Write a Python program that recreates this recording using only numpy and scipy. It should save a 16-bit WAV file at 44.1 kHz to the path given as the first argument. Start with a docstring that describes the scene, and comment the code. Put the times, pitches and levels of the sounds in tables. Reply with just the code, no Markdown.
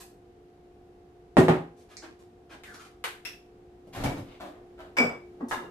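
"""A squirt of whipped cream ends over a fridge hum; then a full mug is set down on a wooden table, a plastic cap
is picked up, rubbed and snapped onto the can, the fridge door peels open, glass clinking as it pops, and the can
goes onto a shelf, clinking against jars. The hum swells as the door opens. Blows are noise cracks plus decaying
modes, rubs are uneven noise through a body spectrum, the hum is sines over shaped noise; blows and rubs pass
through a small kitchen's response to a phone a few steps away."""
import sys
import numpy as np
from scipy import signal
from scipy.fft import rfft, irfft, next_fast_len
from scipy.io import wavfile

SR = 44100
rng = np.random.default_rng(int(sys.argv[2]) if len(sys.argv) > 2 else 0)


def materialize(psi):
    """Save the field psi as 16-bit PCM at rate SR to the path in sys.argv[1].

    A 1-D psi becomes a single channel; in a 2-D psi each row is a channel.
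    """
    bounded = np.clip(np.atleast_2d(psi).T, -1, 1)
    quanta = np.round(bounded * 32767).astype(np.int16)
    wavfile.write(sys.argv[1], SR, quanta)


N = 251583
SIZE = 32768  # samples in one event
T = np.arange(SIZE) / SR  # s


def amp(db):
    """Amplitude factor of a level in dB."""
    return 10 ** (np.asarray(db) / 20)


def rms(x):
    """Root mean square."""
    return np.sqrt(np.mean(x ** 2))


def add(out, start_s, x):
    """Mix x in at start_s."""
    i = max(int(start_s * SR), 0)
    out[:, i:i + x.shape[-1]] += x[..., :N - i]


def gains(points, size=SIZE):
    """Gain of each frequency bin, interpolated over log frequency from (freq_hz, level_db) points."""
    freq_hz, level_db = np.transpose(points)
    bin_hz = np.arange(size // 2 + 1) * SR / size
    return amp(np.interp(np.log(bin_hz + 1), np.log(freq_hz), level_db))


def body(spectrum, bass_db, treble_db):
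    """Causal, minimum-phase response of a touched body; each contact has its own bass and treble."""
    gain = gains(spectrum)
    gain = gain / rms(gain) * gains([(300, bass_db), (1800, 0), (7000, treble_db)])
    cepstrum = irfft(np.log(gain + 1e-6))
    # fold the cepstrum onto positive time
    cepstrum[1:SIZE // 2] *= 2
    cepstrum[SIZE // 2 + 1:] = 0
    return np.exp(rfft(cepstrum))


def diffuse(size=SIZE, apart_hz=900):
    """Spectrum of diffuse noise at two close ports: alike in the bass, unrelated in the treble."""
    mid, side = rfft(rng.standard_normal((2, size)))
    bin_hz = np.arange(len(mid)) * SR / size
    width = np.clip(bin_hz / apart_hz, 0.14, 1) ** 1.25
    return (mid + side * width * np.array([[1], [-1]])) / np.sqrt(1 + width ** 2)


ROOM_T60_S, ROOM_TREBLE_T60_S, DIRECT_DB = 0.34, 0.18, -5.5


def kitchen(left, direct_db, shade_db=0.56):
    """Response from one spot (left 1, right -1): direct sound, then dense reflections that lose treble first."""
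    field = diffuse()
    slow_share = gains([(2000, -1.35), (12000, -2.7)])
    slow = irfft(field * slow_share) * amp(-60 * T / ROOM_T60_S)
    fast = irfft(field * (1 - slow_share)) * amp(-60 * T / ROOM_TREBLE_T60_S)
    tail = (slow + fast) * (1 - np.exp(-T / 0.0015))
    response = tail / rms(tail) / np.sqrt(SIZE)
    lag = int(round(6 * left))  # samples by which the far port hears later
    response[0, max(-lag, 0)] += amp(direct_db)
    response[1, max(lag, 0)] += amp(direct_db)
    # the phone's body shades the far port, but not in the bass
    shade = gains([(250, 0.0042), (1000, left * shade_db)])
    return rfft(response) * np.array([shade, 1 / shade]) / np.sqrt(1 + amp(2 * direct_db))


def ring(modes, split=0, count=7):
    """Decaying modes; an uneven shell splits each into close partials, the high ones further apart."""
    rows = np.repeat(modes, count if split else 1, axis=0)
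    freq_hz, level_db, t60_s = rows.T[:, :, None]
    spread = split * np.sqrt(freq_hz / freq_hz.min())
    freq_hz = freq_hz * (1 + spread * rng.uniform(-0.95, 1, freq_hz.shape))
    sign = 1 if split else (-1) ** np.arange(len(freq_hz))[:, None]
    partials = sign * amp(level_db - 60 * T / t60_s) * np.sin(2 * np.pi * freq_hz * T)
    return np.sum(partials, axis=0) / np.sqrt(np.sum(amp(2 * level_db)) / 2)  # rms 1 at the start


def knocks(rows, spectrum, modes, left, direct_db, ring_direct_db, split=0):
    """Each blow gives a broad crack and sets the object's modes ringing."""
    out = np.zeros((2, N))
    for start_s, level_db, bass_db, treble_db, ring_db in rows:
        crack = amp(level_db + 34.5) * body(spectrum, bass_db, treble_db) * kitchen(left, direct_db)
        ringing = amp(ring_db) * rfft(ring(modes, split)) * kitchen(left, ring_direct_db)
        add(out, start_s, irfft(crack + ringing))
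    return out


def surge(attack_s, hold_s, fade_db_per_s):
    """Envelope that rises, holds and dies away."""
    return np.minimum(T / attack_s, 1) * amp(-fade_db_per_s * np.maximum(T - hold_s, 0))


def friction(pressure, spectrum, bass_db, treble_db, left, grain_db):
    """Uneven micro-slips into a body, as strong as the pressure."""
    grain = np.minimum(rng.exponential(size=SIZE), 6)
    slips = rng.standard_normal(SIZE) * amp(np.clip(grain_db, 0, 8) * grain)
    force = rfft(slips / rms(slips) * pressure)
    return amp(5.5) * irfft(force * body(spectrum, bass_db, treble_db) * kitchen(left, DIRECT_DB))


def rubs(rows, spectrum, left, grain_db):
    """Sliding contact: a short run of uneven micro-slips into the body."""
    out = np.zeros((2, N))
    for start_s, length_s, level_db, bass_db, treble_db in rows:
        pressure = np.sqrt(np.abs(np.sin(np.pi * np.minimum(T / length_s, 1))))
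        add(out, start_s, amp(level_db) * friction(pressure, spectrum, bass_db, treble_db, left, grain_db))
    return out


# motor lines: freq_hz, rms_db, open_share (of the open-door gain) [Hz, dB, 1]
MOTOR_LINES = [(299.5, -72, 0.15), (355.9, -61.5, 0.89), (428, -71, 0.58), (476, -74.5, 0.27),
               (707, -68.5, 0.06), (764, -76, 0.2)]
# open-door gain: time_s, gain_db [s, dB]
DOOR_OPEN_GAIN = [(0, 3), (4.3, 5.5), (4.7, 10), (5.7, 13.5)]
# fan rush spectrum: freq_hz, level_db [Hz, dB]
FAN_SPECTRUM = [(22, -21.5), (54, -8), (115, -13), (240, -15), (290, -12), (325, -17.5), (365, -10.5),
                (395, -14), (450, -12.5), (600, -24.5), (720, -17.5), (950, -27.5), (3000, -38.5),
                (14000, -54)]
FAN_DB = -58.5  # before the open-door gain


def fridge_hum(waver_db=1.23, air_share=0.34):
    """Motor lines over the rush of the fan; the open door lets more of both out."""
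    t = np.arange(N) / SR
    open_db = np.interp(t, *np.transpose(DOOR_OPEN_GAIN))
    motor = 0
    for freq_hz, level_db, open_share in MOTOR_LINES:
        waver = np.interp(t, np.linspace(0, t[-1], 40), rng.standard_normal(40))
        gain = amp(level_db + open_share * open_db + waver_db * waver)
        motor = motor + gain * np.sqrt(2) * np.sin(2 * np.pi * (freq_hz * t + rng.random()))
    size = next_fast_len(N, real=True)
    air = irfft(diffuse(size) * gains(FAN_SPECTRUM, size), size)[:, :N]
    return motor + air / rms(air) * amp(FAN_DB + air_share * open_db)


# sleeve brushing: start_s, length_s, level_db, bass_db, treble_db [s, s, dB, dB, dB]
SLEEVE_BRUSHES = [(4.24, 0.14, -58, 0, 0)]
# sleeve spectrum: freq_hz, level_db [Hz, dB]
SLEEVE_SPECTRUM = [(600, 5), (1800, -5.5), (2700, 0), (3900, -7), (5500, -15.5), (14000, -29)]


def sleeve_brush():
    """A sleeve slides along as the door swings: soft grainy friction."""
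    return rubs(SLEEVE_BRUSHES, SLEEVE_SPECTRUM, left=0.5, grain_db=6.5)


# contents shifting as the door swings and stops: start_s, hold_s, level_db, bass_db, treble_db [s, s, dB, dB, dB]
BIN_SHIFTS = [(4.394, 0.025, -43, 3, 6), (4.52, 0.038, -59, 0, -15), (4.773, 0.03, -49.5, -4, 2)]
# door bin spectrum: freq_hz, level_db [Hz, dB]
BIN_SPECTRUM = [(80, -20), (170, -17), (270, -1), (450, -16.5), (620, 2.5), (900, -9.5), (1500, -11.5),
                (2200, -21), (3900, -25.5), (5500, -37), (13500, -43)]
BIN_FADE_DB_PER_S = 205


def door_bins():
    """Each jolt of the door sets the things in its bins sliding until they settle."""
    out = np.zeros((2, N))
    for start_s, hold_s, level_db, bass_db, treble_db in BIN_SHIFTS:
        shift = amp(level_db) * surge(0.0077, hold_s, BIN_FADE_DB_PER_S)
        add(out, start_s, friction(shift, BIN_SPECTRUM, bass_db, treble_db, left=0.93, grain_db=6.5))
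    return out


# handle gripped, last gasket strip freed: start_s, length_s, level_db, bass_db, treble_db [s, s, dB, dB, dB]
HANDLE_AND_STRIP_RUBS = [(3.86, 0.036, -66.5, 12.5, 9), (4.157, 0.045, -44, 1.5, 4)]
# door spectrum, also for peel and pop: freq_hz, level_db [Hz, dB]
DOOR_SPECTRUM = [(13, -12), (25, -14), (60, -13), (95, -1), (275, -5), (413, -9.5), (730, -7), (1200, -18),
                 (2800, -25), (5800, -33.5), (14000, -40)]


def door_rubs():
    """Hand on the handle, then the last strip of gasket: short friction into the door."""
    return rubs(HANDLE_AND_STRIP_RUBS, DOOR_SPECTRUM, left=0.41, grain_db=7.0)


# door panel spectrum: freq_hz, level_db [Hz, dB]
PANEL_SPECTRUM = [(15, -13), (33, -4), (60, -12), (100, -6), (150, -2.5), (275, -4.5), (420, -14),
                  (730, -12), (1500, -26), (14000, -60)]
PEEL_S, PEEL_RISE_S, PEEL_HOLD_S, PEEL_DB, PEEL_FADE_DB_PER_S = 3.926, 0.0055, 0.15, -39, 168
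PEEL_TREBLE_DB = 0.5
# the pull reaches the panel a little later and shakes it
PANEL_LAG_S, PANEL_HOLD_S, PANEL_DB, PANEL_FADE_DB_PER_S = 0.038, 0.15, -39.5, 220


def gasket_peel():
    """The rubber crackles as it unsticks and the door panel rumbles; both die away once it is free."""
    out = np.zeros((2, N))
    peel = amp(PEEL_DB) * surge(PEEL_RISE_S, PEEL_HOLD_S, PEEL_FADE_DB_PER_S)
    shake = amp(PANEL_DB) * surge(0.0051, PANEL_HOLD_S, PANEL_FADE_DB_PER_S)
    crackle = friction(peel, DOOR_SPECTRUM, bass_db=-11.5, treble_db=PEEL_TREBLE_DB, left=0.5, grain_db=6)
    rumble = friction(shake, PANEL_SPECTRUM, bass_db=-2, treble_db=2, left=0.95, grain_db=4.5)
    add(out, PEEL_S, crackle)
    add(out, PEEL_S + PANEL_LAG_S, rumble)
    return out


# door popping free: start_s, level_db, bass_db, treble_db, ring_db [s, dB, dB, dB, dB]
DOOR_POPS = [(3.968, -45, 3, -4, -35.5), (4.037, -29, -2, 4, -45), (4.046, -32.5, 0, -11, -27.5),
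             (4.087, -43.5, 3.5, -11, -44.5)]
# door modes: freq_hz, level_db, t60_s [Hz, dB, s]
DOOR_RING = [(31.3, 5, 0.13), (96.5, 4, 0.2), (128.4, -1, 0.52), (278, -1, 0.66), (322, -10, 1),
             (511, -8.5, 0.68), (740, -22, 0.2)]


def door_pop():
    """The door pops free: cracks over long, low door modes."""
    return knocks(DOOR_POPS, DOOR_SPECTRUM, DOOR_RING, left=0.71, direct_db=-18, ring_direct_db=2.5)


def fridge_door():
    """The gasket peels and pops free, then a sleeve brushes along and things shift in the swinging door."""
    return door_rubs() + gasket_peel() + door_pop() + sleeve_brush() + door_bins()


# shelf flexing under the can: start_s, push_s, level_db [s, s, dB]
SHELF_PUSHES = [(4.989, 0.029, -20), (5.064, 0.02, -34.5), (5.415, 0.028, -26), (5.552, 0.041, -33.5)]
# plastic shelf modes: freq_hz, level_db, t60_s [Hz, dB, s]
SHELF_RING = [(238.3, 3, 0.16), (262.5, 9, 0.11), (449, -12, 0.17), (890, -20.5, 0.28)]


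def shelf_thuds():
    """Soft pushes swell into the low modes of the plastic shelf."""
    out = np.zeros((2, N))
    for start_s, push_s, level_db in SHELF_PUSHES:
        swell = np.minimum(T / push_s, 1) ** 2
        thud = irfft(rfft(ring(SHELF_RING) * swell) * kitchen(1.0, 8.5))
        add(out, start_s, amp(level_db + 9.5) * thud)
    return out


# can sliding on the shelf: start_s, length_s, level_db, bass_db, treble_db [s, s, dB, dB, dB]
SHELF_SLIDES = [(5.402, 0.017, -49, 11.5, -12), (5.482, 0.037, -50, -7, 18), (5.59, 0.073, -53.5, 11, -3)]
# shelf spectrum, also for the landing: freq_hz, level_db [Hz, dB]
SHELF_SPECTRUM = [(70, -43), (150, -6.5), (400, 0), (650, -2.5), (950, 1), (1300, -5.5), (1900, -13),
                  (2400, -21), (4000, -24), (8000, -29), (14000, -35.5)]


def shelf_slide():
    """The can slides along the shelf: short grainy friction."""
    return rubs(SHELF_SLIDES, SHELF_SPECTRUM, left=1.3, grain_db=5.0)


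# can set down on the shelf: start_s, level_db, bass_db, treble_db, ring_db [s, dB, dB, dB, dB]
SHELF_LANDINGS = [(5.5115, -27.5, -16.5, -5, -29), (5.526, -38, -13, 6, -35.5)]
# modes rung by the landing: freq_hz, level_db, t60_s [Hz, dB, s]
LANDING_RING = [(915, -1.5, 0.097), (1048, 1, 0.06), (1260, 2, 0.056), (1670, 4, 0.045),
                (1950, -3.5, 0.036), (2810, -9, 0.51), (3634, -14, 0.3), (6000, -16, 0.068)]


def shelf_landing():
    """The can is set down: cracks and split, mostly short modes."""
    return knocks(SHELF_LANDINGS, SHELF_SPECTRUM, LANDING_RING, left=0.72, direct_db=-15.5,
                  ring_direct_db=-9.5, split=0.0112)


CHATTER_S, CHATTER_GAP_S, CHATTER_DB, CHATTER_RING_DB = 4.985, 0.017, -30, -24.5
BOUNCE_LOSS_DB, BOUNCE_RING_LOSS_DB, BOUNCE_BASS_DB = 4, 5, 4  # per bounce


def chatter(bass_db=1.3, treble_db=-12.0, count=4):
    """Blows of the can bouncing on a jar: evenly spaced, each weaker and with relatively more thump."""
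    return [(CHATTER_S + k * CHATTER_GAP_S,
             CHATTER_DB - k * BOUNCE_LOSS_DB,
             bass_db + k * BOUNCE_BASS_DB,
             treble_db,
             CHATTER_RING_DB - k * BOUNCE_RING_LOSS_DB) for k in range(count)]


# glass clinking: in the door as it pops free, then can against jars:
# start_s, level_db, bass_db, treble_db, ring_db [s, dB, dB, dB, dB]
GLASS_CLINKS = [(4.06, -62, -7, 0, -40.5), (4.968, -26.5, -16.5, 2.5, -37.5), (4.974, -34, -9, 13, -37.5),
                (5.046, -43.5, -0.5, -8, -38.5), (5.093, -41, -0.5, -5, -47)]
# glass spectrum: freq_hz, level_db [Hz, dB]
GLASS_SPECTRUM = [(70, -19), (150, -5.5), (240, -6.5), (480, 3), (700, -0.5), (1250, -3), (2000, -12.5),
                  (2500, -12), (3200, -22.5), (4300, -31), (5300, -25), (9500, -45), (14000, -40)]
# glass modes: freq_hz, level_db, t60_s [Hz, dB, s]
GLASS_RING = [(2284, 4.5, 0.17), (3420, -17, 0.082), (4923, -11.5, 0.068), (5050, -15.5, .05),
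              (5340, -16, 0.088), (5841, -20, 0.097), (7500, -16, 0.058), (7870, -17, 0.078),
              (11000, -25, .04), (12400, -26, .04)]


def glass_clinks():
    """Glass clinks in the door as it pops free, then can against jars: cracks and bright, slightly split modes."""
    return knocks(GLASS_CLINKS + chatter(), GLASS_SPECTRUM, GLASS_RING, left=1.12, direct_db=-30.0,
                  ring_direct_db=1.0, split=0.0035)


def glass_and_shelf():
    """Glass clinks as the door pops; later the can bumps the jars, slides along the shelf and is set down."""
    return glass_clinks() + shelf_landing() + shelf_slide() + shelf_thuds()


def cream_squirt():
    """The last hiss of gas and cream from the nozzle, as a short burst of uneven noise."""
    nozzle = [(200, -23), (700, 3.5), (2500, -0.5), (4500, 0.0), (8000, 0.0), (14000, -4.0)]  # freq_hz, level_db
    return rubs([(0, 0.022, -48.5, 0, 0)], nozzle, left=0, grain_db=2.0)


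# hands sliding on can and cap: start_s, length_s, level_db [s, s, dB]
HAND_SLIDES = [(1.764, 0.071, -74), (1.887, 0.063, -61), (2.019, 0.037, -50.5), (2.187, 0.031, -71.5),
               (2.493, 0.061, -52.5)]
# rubbed can and cap spectrum, also for the rim: freq_hz, level_db [Hz, dB]
HAND_SPECTRUM = [(120, -42), (200, -17), (355, -5.5), (381, -20), (740, -9.5), (1240, -9.5), (1750, -11),
                 (3920, -18), (13000, -32.5), (14500, -62)]
HAND_BASS_DB, HAND_EVEN_DB = 6, -56
HAND_DULLING = 0.79  # dB of treble lost per dB above the even level


def hands():
    """Fingers slide on the can and cap; a firm rub is duller than a light one."""
    rows = [(start_s, length_s, level_db, HAND_BASS_DB, HAND_DULLING * (HAND_EVEN_DB - level_db))
            for start_s, length_s, level_db in HAND_SLIDES]
    return rubs(rows, HAND_SPECTRUM, left=0.1, grain_db=3.0)


# rim scraping on the can: start_s, length_s, level_db, bass_db, treble_db [s, s, dB, dB, dB]
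RIM_SCRAPES = [(2.645, 0.11, -68.5, 17.5, 13.5), (2.733, 0.03, -54.5, -3, 6.5), (2.785, 0.04, -54.5, -7, 5),
               (2.845, 0.023, -59.5, -2, 3)]


def rim_scrape():
    """The cap's rim scrapes on the can: short grainy friction."""
    return rubs(RIM_SCRAPES, HAND_SPECTRUM, left=0.1, grain_db=6.0)


SLIDE_S, SLIDE_HOLD_S, SLIDE_DB, SLIDE_FADE_DB_PER_S = 2.632, 0.15, -51.5, 140
GAP_OPEN_HZ, GAP_SHUT_HZ, GAP_CLOSING_S = 2370, 1260, 0.052
SQUEAK_HZ, SQUEAK_WIDTH_HZ, SQUEAK_DB = 1610, 100, 8  # squeaks passing a resonance of the shell
SLIP_HZ, SLIP_DB = 70, 4  # the cap catches and slips unevenly


def cap_slide(width_hz=250):
    """Jerky scraping excites the air under the cap; the resonance falls as the gap closes."""
    out = np.zeros((2, N))
    pitch_hz = GAP_SHUT_HZ + (GAP_OPEN_HZ - GAP_SHUT_HZ) * np.exp(-T / GAP_CLOSING_S)
    slips = np.interp(T * SLIP_HZ, np.arange(128), rng.uniform(-1, 1, 128))
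    squeak_db = SQUEAK_DB / (1 + ((pitch_hz - SQUEAK_HZ) / SQUEAK_WIDTH_HZ) ** 2)
    level_db = SLIDE_DB + SLIP_DB * slips + squeak_db
    lowpass = signal.butter(2, width_hz / 2, fs=SR, output="sos")
    scrape = signal.sosfilt(lowpass, rng.standard_normal(SIZE))
    # low noise times a gliding sine: a noise band around pitch_hz
    carrier = np.sin(2 * np.pi * np.cumsum(pitch_hz) / SR)
    envelope = amp(level_db) * surge(0.0018, SLIDE_HOLD_S, SLIDE_FADE_DB_PER_S)
    cavity = scrape / rms(scrape) * carrier * envelope
    add(out, SLIDE_S, irfft(rfft(cavity) * kitchen(0, DIRECT_DB)))
    return out


# cap lifted off the table: start_s, level_db, bass_db, treble_db, ring_db [s, dB, dB, dB, dB]
CAP_LIFTS = [(1.969, -46.5, -10, -2, -72)]
# cap rim spectrum: freq_hz, level_db [Hz, dB]
RIM_SPECTRUM = [(300, -33), (1500, -14), (2300, -2.5), (3100, -30), (4200, -0.5), (5600, 0), (8000, -5),
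                (10500, -22), (14000, -34)]
# cap modes, also for the snap: freq_hz, level_db, t60_s [Hz, dB, s]
CAP_RING = [(2100, -9, 0.048), (2585, 1.5, 0.043), (2705, -4, 0.057), (3350, -8, 0.061), (5360, 5.5, 0.027),
            (11200, -7, 0.019), (12400, -8, .02), (13800, -6, 0.023)]


def cap_lift():
    """The cap leaves the table: a light crack at its rim and its short modes."""
    return knocks(CAP_LIFTS, RIM_SPECTRUM, CAP_RING, left=-1.1, direct_db=-5, ring_direct_db=-12)


# cap on the can: start_s, level_db, bass_db, treble_db, ring_db [s, dB, dB, dB, dB]
CAP_SNAPS = [(2.636, -49.5, -18, 0.5, -68), (3.0405, -32, -8.5, -0.5, -72), (3.251, -42, -45, 2.5, -32.5)]
# snapping cap spectrum: freq_hz, level_db [Hz, dB]
CAP_SPECTRUM = [(150, -34), (430, -1), (620, -9.5), (820, -4.5), (1400, -5.5), (3700, -12), (5400, -22),
                (8500, -21), (14000, -26.5)]


def cap_snap():
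    """The cap clicks home: cracks and split, short plastic modes."""
    return knocks(CAP_SNAPS, CAP_SPECTRUM, CAP_RING, left=0.6, direct_db=-10.0, ring_direct_db=-15, split=0.03)


def cap():
    """The plastic cap is lifted, slid over the nozzle and snapped home."""
    return cap_lift() + cap_snap() + hands() + cap_slide() + rim_scrape()


# mug on the table: start_s, level_db, bass_db, treble_db, ring_db [s, dB, dB, dB, dB]
MUG_BLOWS = [(1.369, -13.5, -4.5, -5, -19.5), (1.3745, -25.5, -9, 9, -26), (1.384, -29, 11.5, 17.5, -11.5),
             (1.4835, -16, -6.5, -4, -22), (1.495, -27, 1, 2, -18)]
# table top spectrum: freq_hz, level_db [Hz, dB]
TABLE_SPECTRUM = [(40, -43), (90, -9.5), (165, -0.5), (200, -9), (250, -0.5), (370, -6), (550, -8),
                  (720, -8.5), (1500, -22), (1870, -23.5), (3800, -35), (5500, -44.5), (8000, -45.5),
                  (14000, -55)]
# table top and, highest, the mug itself: freq_hz, level_db, t60_s [Hz, dB, s]
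TABLE_AND_MUG_RING = [(99.2, -2.5, 0.19), (165.5, 1.5, 0.29), (244, 0.5, 0.1), (296, -13, 0.24),
                      (369.7, 4.5, 0.22), (433, -3, 0.14), (497, -12, 0.3), (663, -11, 0.41),
                      (763, -16, 0.16), (812, -11, 0.42), (1040, -20, 0.065), (1233, -10.5, 0.24),
                      (1860, -6, 0.1), (8050, -21, 0.038)]


def mug():
    """The full mug lands: cracks, wooden table modes and one high mode of the mug."""
    return knocks(MUG_BLOWS, TABLE_SPECTRUM, TABLE_AND_MUG_RING, left=-0.8, direct_db=-6.5, ring_direct_db=6.0)


def scene():
    """All sources at the two microphone ports."""
    return fridge_hum() + fridge_door() + glass_and_shelf() + cream_squirt() + cap() + mug()


TOP_HZ = 14300


def record(dry):
    """The phone cuts the top with a steep low-pass."""
    return signal.sosfilt(signal.ellip(10, 0.2, 80, TOP_HZ, fs=SR, output="sos"), dry)


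dry = scene()
out = record(dry)
materialize(out)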